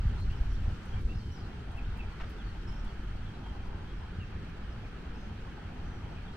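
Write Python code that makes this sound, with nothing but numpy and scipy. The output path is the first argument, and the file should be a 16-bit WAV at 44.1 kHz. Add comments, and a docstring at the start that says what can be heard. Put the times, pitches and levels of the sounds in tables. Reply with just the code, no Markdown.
"""A riverside path in a gusty breeze. Eddies buffet the microphone: shaped noise makes a lumpy rumble, short
swings make single thumps. Small birds chirp in the trees as gliding sines with echoes, over faint far calls.
Dry things tick and crunch nearby as decaying noise bursts. Behind lie traffic drone, rolling tyres, the roar
of the town and a hiss of leaves, each steady noise with its own spectrum and slow level curve."""
import sys
import numpy as np
from scipy import signal
from scipy.fft import rfft, irfft
from scipy.io import wavfile
from scipy.ndimage import uniform_filter1d

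SR = 44100
rng = np.random.default_rng(int(sys.argv[2]) if len(sys.argv) > 2 else 0)


def waveform_to_disk(signal):
    """Save audio, clipped to [-1, 1], as 16-bit WAV at the path in sys.argv[1]."""
    frames = np.transpose(np.atleast_2d(signal))
    scaled = np.clip(frames, -1, 1) * 32767
    samples = np.round(scaled).astype(np.int16)
    wavfile.write(sys.argv[1], SR, samples)


N = 280869


def gain_of(db):
    """Decibels to amplitude gain."""
    return 10 ** (np.asarray(db) / 20)


def evened(x):
    """Scales to an rms of one."""
    return x / np.sqrt(np.mean(x ** 2) + 1e-20)


def read(points, hz):
    """Interpolates a table on a log-frequency axis."""
    f, value = np.transpose(points)
    return np.interp(np.log(hz + 1), np.log(f + 1), value)


def curve(table, count):
    """Gain along time from dB column number count."""
    rows = np.transpose(table)
    return gain_of(np.interp(np.arange(N) / SR, rows[0], rows[count]))


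def add(mix, s, sound):
    """Mixes a stereo sound in at s seconds."""
    part = mix[:, round(s * SR):][:, :sound.shape[1]]
    part += sound[:, :part.shape[1]]


def noise(spectrum, patchy_db, flicker_db, size=1024):
    """Partly correlated stereo noise with drifting spectral patches and a flicker shared by all pitches."""
    # left-right correlation: (frequency [Hz], correlation [-1 to 1])
    likeness = [(40, .997), (90, .982), (170, .94), (260, .9), (430, .8), (600, .52), (775, .47), (950, .1),
                (1120, -.2), (1290, .72), (1800, .63), (2300, .27), (3000, 0), (3400, -.13), (6200, -.12),
                (9000, .05), (15000, .1)]
    # channel balance: (frequency [Hz], left over right [dB])
    balance = [(300, 0), (1120, 2.2), (1400, -.7), (5000, -1.4), (7500, .4), (11000, 1.5), (15000, .2)]
    frames, hz = 4 * N // size + 5, np.fft.rfftfreq(size, 1 / SR)
    a, b, c, d, patches = rng.standard_normal((frames, len(hz), 5), dtype=np.float32).T
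    patches = uniform_filter1d(patches, size=9, axis=0)  # across frequency
    patches = evened(uniform_filter1d(patches, size=10, axis=1))  # along time
    flicker = evened(uniform_filter1d(rng.standard_normal(frames), size=4))

    same = np.clip(read(likeness, hz), -1, 1)[:, None]
    left = a + 1j * b
    right = same * left + np.sqrt(1 - same ** 2) * (c + 1j * d)
    side = gain_of(read(balance, hz) / 2)[:, None]
    level_db = read(spectrum, hz)[:, None] + patchy_db * patches + flicker_db * flicker
    z = np.array([left * side, right / side]) * gain_of(level_db)
    return evened(signal.istft(z, nperseg=size, noverlap=3 * size // 4)[1][:, :N])


def buffeting():
    """Wind pressure noise: big slow eddies make the deep rumble, small quick ones the upper rumble."""
    # wind level before the lumps: (time [s], deep rumble [dB], upper rumble [dB])
    gusts = [(0, -32, -37), (.075, -35, -35), (.26, -34, -38), (.55, -32, -40), (.74, -35, -39),
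             (.81, -43, -44), (1.04, -36, -38), (1.33, -45, -43.5), (1.74, -41.5, -48.5),
             (1.87, -34, -42.5), (2.07, -42, -45), (2.33, -41.5, -47), (2.75, -39.5, -44.5),
             (2.97, -39.5, -48), (3.08, -37, -47.5), (3.36, -45, -44.5), (3.69, -37, -44.5),
             (3.8, -38, -45), (4.18, -40.5, -43), (4.6, -40.5, -46), (5.25, -43.5, -46), (5.75, -42.5, -48),
             (5.96, -42.5, -39.5), (6.37, -45.5, -48)]
    # big slow eddies: (frequency [Hz], relative density [dB per Hz])
    deep_spectrum = [(5, 1), (11, 6.5), (22, -6.5), (43, 8), (56, 4.5), (70, -3.5), (100, -32.5),
                     (200, -130)]
    # small quick eddies: (frequency [Hz], relative density [dB per Hz])
    sharp_spectrum = [(30, -60), (55, -18), (75, 7.5), (100, -1), (130, -7.5), (170, -13.5), (250, -22),
                      (500, -72), (1000, -130)]
    lumps_db, lump_s = 2, 0.014  # rms level swing, smoothing window
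    deep = noise(deep_spectrum, 0.72, 0.63, size=4096)
    sharp = noise(sharp_spectrum, 1.0, 1.76, size=2048)
    window = np.hanning(round(lump_s * SR))
    lumps = evened(signal.oaconvolve(rng.standard_normal(N), window, "same"))
    rumble = curve(gusts, count=1) * deep + curve(gusts, count=2) * sharp
    return gain_of(lumps_db * lumps) * rumble


def thumps():
    """Each large eddy pushes both channels alike through a swing or two of sagging pitch."""
    # single large eddies: (middle [s], envelope peak [dB], mid pitch [Hz])
    eddies = [(0.057, -20.5, 100), (.074, -17.5, 50), (.103, -23.5, 56), (.255, -23.5, 55), (.288, -23, 48),
              (.413, -22.5, 52), (.652, -19.5, 49.7), (.685, -25, 65), (.96, -26, 62), (1.015, -24, 58),
              (1.055, -23.5, 45.2), (1.178, -27.5, 52)]
    swings, sag = 1.82, 0.24  # pitch runs from this share above to this share below its middle
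    out = np.zeros((2, N))
    for (s, db, hz), phase_turns in zip(eddies, rng.random(len(eddies))):
        u = np.linspace(0, 1, round(swings / hz * SR))
        turns = swings * (u + sag * u * (1 - u)) + phase_turns
        swing = np.cos(2 * np.pi * turns) * np.sin(np.pi * u) ** 2
        add(out, s - len(u) / 2 / SR, np.array([swing, swing]) * gain_of(db))
    return out


def birds():
    """Gliding sine whistles that waver and flutter, blurred by echoes off trees and walls."""
    # clear notes: (start [s], length [s], first pitch [Hz], last pitch [Hz],
    # arch above the straight glide [Hz], level before flutter [dB])
    chirps = [(0.29, 0.055, 2584, 3160, 2, -58.5), (0.924, 0.033, 3260, 3230, 0, -60),
              (0.96, 0.041, 2335, 2290, -3, -57), (1.09, 0.039, 2630, 2790, 0, -53.5),
              (1.202, 0.12, 3180, 2990, 1.5, -64.5), (1.31, 0.022, 4800, 5700, 300, -63),
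              (1.332, 0.049, 5630, 4650, 477, -62), (1.772, 0.025, 2780, 2470, 0, -49),
              (1.846, 0.043, 3600, 3760, 62, -67), (1.991, 0.03, 2740, 2525, -20, -49),
              (2.025, 0.028, 2420, 2300, 0, -61), (2.38, 0.055, 3430, 2730, 301, -60),
              (2.672, 0.034, 5390, 5280, 3, -59), (2.707, 0.035, 3040, 3150, 0, -63),
              (2.867, 0.063, 3400, 2690, 198, -62), (3.26, 0.042, 3500, 3110, -4, -62),
              (3.437, 0.072, 3190, 3130, 35, -60), (3.58, 0.035, 3200, 3080, 7, -65),
              (3.677, 0.049, 3230, 3230, 0, -68), (3.87, 0.06, 3250, 3240, -1, -66),
              (4.198, 0.046, 2910, 2614, -6, -54), (4.84, 0.027, 2530, 2140, 0, -56.5),
              (3.93, 0.07, 5400, 5200, 0, -75), (5.17, 0.09, 5190, 5100, 0, -72),
              (5.167, 0.1, 6280, 6230, 0, -74), (5.85, 0.14, 6080, 5650, 102, -74),
              (6.165, 0.027, 2560, 2400, 0, -57), (6.26, 0.042, 3750, 3110, -6, -63)]
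    # hoarse, fluttering calls from further off: columns as for the chirps
    warbles = [(0.179, 0.06, 4200, 4215, -1, -61), (0.49, 0.07, 5570, 5450, 2, -69),
               (1.145, 0.051, 4700, 4900, 500, -66.5), (1.19, 0.045, 4490, 4400, 0, -65),
               (1.385, 0.028, 4800, 5300, 98, -65), (1.39, 0.09, 4270, 4180, -2, -72),
               (2.11, 0.029, 4500, 4350, 0, -67), (2.44, 0.087, 4450, 4400, 0, -69),
               (2.72, 0.099, 5400, 5500, 0, -69), (2.875, 0.045, 4400, 4450, 0, -70),
               (5.14, 0.025, 5250, 5350, 0, -69)]
    clear, hoarse = (.005, 2.6), (.028, 4.5)  # (pitch waver [share], flutter [dB])
    edge_s, arch_lean = 0.0043, 0.73  # note rise and fall; a lean below 1 peaks the arch early
    pan_db, note_rise_db = -1.5, 1  # left over right; level gained along each note
    lag_rad = 1.4  # left channel behind right
    echo_db, echo_t60_s, echo_delay_s = -6, 0.35, .008

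    out = np.zeros((2, N))
    notes = [*(r + clear for r in chirps), *(r + hoarse for r in warbles + twitter())]
    for s, length_s, first_hz, last_hz, arch_hz, db, waver_share, flutter_db in notes:
        u = np.linspace(0, 1, round(length_s * SR))
        drift = uniform_filter1d(rng.standard_normal((2, len(u))), size=140, axis=1)
        waver, flutter = evened(signal.detrend(drift))
        glide_hz = first_hz + (last_hz - first_hz) * u + arch_hz * np.sin(np.pi * u ** arch_lean)
        waver_factor = 1 + waver_share * waver + .00006 * waver / length_s  # short notes waver more
        phase = 2 * np.pi * np.cumsum(glide_hz * waver_factor) / SR
        pair = np.sin(phase + np.array([[-lag_rad], [0]]))
        pair = pair * gain_of([[db + pan_db / 2], [db - pan_db / 2]])
        edges = np.clip(np.minimum(u, 1 - u) * length_s / edge_s, 0, 1)
        add(out, s, pair * gain_of(flutter_db * flutter + note_rise_db * u) * edges)

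    t = np.arange(SR // 2) / SR
    echoes = rng.standard_normal((2, len(t))) * gain_of(-60 * t / echo_t60_s) * (t > echo_delay_s)
    echoes = echoes / np.linalg.norm(echoes[0])
    return out + gain_of(echo_db) * signal.fftconvolve(out, echoes, axes=1)[:, :N]


def twitter(count=130):
    """Chirp rows for a faint crowd of far birds: random moments, pitches and slides."""
    s, high, slide, loud = rng.random((count, 4)).T
    hz = 2400 * 2.4 ** high ** 1.4
    db = -65 - 9 * high - 5 * loud  # air dulls the higher calls
    return [(a * N / SR, .04, f, f * (1.1 - .3 * g), 0, d) for a, f, g, d in zip(s, hz, slide, db)]


def ticks():
    """Short dry decaying noise bursts in the treble, as of leaves or grit."""
    # (start [s], level before decay [dB], highest treble over lower treble [dB])
    bursts = [(0.1994, -66.5, -7), (0.4094, -68.5, 3), (0.5294, -69, 1), (0.852, -67, -10),
              (1.0094, -68, -3), (1.3194, -72.5, 3), (1.7145, -70, -9), (1.7639, -70, -4),
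              (1.9699, -67, -2), (2.2932, -64, 3), (2.7194, -71.5, 3), (2.8434, -69, -11),
              (3.0294, -71.5, 8), (3.6656, -73, -2)]
    attack_s, t60_s = 0.0023, 0.13
    out, t = np.zeros((2, N)), np.arange(2048) / SR
    hz = np.fft.rfftfreq(len(t), 1 / SR)
    for s, db, tilt_db in bursts:
        points = [(4000, -30), (7000, -tilt_db / 2), (9000, -tilt_db / 2), (12000, tilt_db / 2)]
        colour = gain_of(read(points, hz))
        burst = irfft(rfft(rng.standard_normal((2, len(t)))) * colour)
        add(out, s, evened(burst) * gain_of(db - 60 * t / t60_s) * np.minimum(t / attack_s, 1))
    return out


def crunch():
    """Runs of snaps ringing in a dry hollow body, uneven in time, strength and pitch."""
    # three crackles, then a duller knock:
    # (start [s], length [s], nominal level of first snap before decay [dB], pitch factor on the body)
    crackles = [(2.2, .005, -38.5, 0.93), (2.209, .018, -37.5, 1), (2.234, .009, -39.5, 0.95),
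                (3.46, .013, -35, 0.66)]
    # body resonance before the pitch factor: (frequency [Hz], relative level [dB])
    body = [(300, -22), (600, -5), (1000, -8), (1350, -1), (1800, -3), (2300, -12), (3000, -11),
            (4700, -24), (15500, -57)]
    gap_s, run_fade_db_per_s = .004, 420  # mean snap spacing; later snaps of a run are weaker
    t60_s = .02
    out, t = np.zeros((2, N)), np.arange(1024) / SR
    hz = np.fft.rfftfreq(len(t), 1 / SR)
    for s, length_s, db, pitch in crackles:
        for at in np.arange(0, length_s + 1e-6, gap_s):
            late, loud, high = rng.uniform(-1, 1, size=3)
            colour = gain_of(read(body, hz / (pitch * (1 + 0.069 * high))))
            a, b = irfft(rfft(rng.standard_normal((2, len(t)))) * colour)
            pair = evened(np.array([a, .6 * a + .8 * b]))  # channels correlate by 0.6
            decay = gain_of(db - run_fade_db_per_s * at + 2.5 * loud - 60 * t / t60_s)
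            attack = np.minimum(t / .0008 * pitch ** 4, 1)  # lower pitch starts softer
            jitter_s = .3 * late * min(at, gap_s)  # none on the first snap
            add(out, s + at + jitter_s, pair * (decay * attack))
    return out


def distance():
    """Shaped noise for traffic drone, rolling tyres, the roar of the town and the hiss of leaves."""
    # levels before the dips: (time [s], tyres [dB], town roar [dB], leaf hiss [dB], low traffic [dB])
    far = [(0, -58.5, -53, -65.5, -47), (.3, -58, -54.5, -65.5, -50.5), (1, -58, -54.5, -65.5, -48),
           (1.75, -57, -55.5, -69, -50), (2.2, -58.5, -54, -67, -49.5), (3.3, -57.5, -55.5, -68.5, -49.5),
           (3.7, -55, -56, -69.5, -48.5), (4.1, -59, -55, -69, -49.5), (5.2, -57, -55, -69, -48),
           (6.37, -56, -55.5, -68.5, -49.5)]
    # low traffic: (frequency [Hz], relative density [dB per Hz])
    drone_spectrum = [(60, -67), (110, -10.5), (150, -3.5), (195, 4), (240, -7.5), (300, -7.5), (420, -10),
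                      (520, -17), (800, -41), (1500, -110)]
    # rolling tyres: (frequency [Hz], relative density [dB per Hz])
    roll_spectrum = [(350, -36), (520, -6.5), (612, -5), (817, 0), (1050, -3.5), (1250, -22.5),
                     (2500, -110)]
    # roar of the town, with a faint steady line of far bird calls near 3.2 kHz: (frequency [Hz], relative
    # density [dB per Hz])
    roar_spectrum = [(700, -67), (1100, -3), (1250, -0.5), (1560, -1), (2020, -7), (2900, -8.5),
                     (3230, -7.5), (3450, -14), (4600, -19), (5500, -69), (9000, -120)]
    # hiss of leaves: (frequency [Hz], relative density [dB per Hz])
    hiss_spectrum = [(2500, -47), (3600, -7), (4500, -5.5), (6200, -9.5), (6900, -15.5), (7800, -15),
                     (10100, -23), (12800, -26), (15600, -29.5)]
    drone = curve(far, count=4) * noise(drone_spectrum, 1.33, 0.63)
    tyres = curve(far, count=1) * dips(count=2) * noise(roll_spectrum, 2.17, 0.95)
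    roar = curve(far, count=2) * dips(count=3) * noise(roar_spectrum, 0.75, 0.13)
    leaves = curve(far, count=3) * noise(hiss_spectrum, 1.0, 0.64)
    return drone + tyres + roar + leaves


def dips(count):
    """Gain along time that sinks briefly for each dip, by dB column number count, with soft edges."""
    # brief dips of the far sounds: (start [s], length [s], tyres [dB], town roar [dB])
    dip_rows = [(0.21, 0.03, -1, -5.5), (0.527, 0.038, -5, -2), (1.004, 0.067, -8, -2),
                (1.012, 0.34, -2, -3.5)]
    edge_s = 0.01
    t = np.arange(N) / SR
    total_db = np.zeros(N)
    for row in dip_rows:
        inside_s = np.minimum(t - row[0], row[0] + row[1] - t)
        total_db += row[count] * np.clip(inside_s / edge_s + .5, 0, 1)
    return gain_of(total_db)


def scene():
    """Sums all sources at the microphone."""
    return buffeting() + thumps() + birds() + ticks() + crunch() + distance()


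def record(dry):
    """Band limit of the recorder: a steep linear-phase low-pass."""
    edge_hz = 15720
    lowpass = signal.firwin(511, edge_hz, window=("kaiser", 9), fs=SR)
    return signal.oaconvolve(dry, lowpass[None], "same")


dry = scene()
out = record(dry)
waveform_to_disk(out)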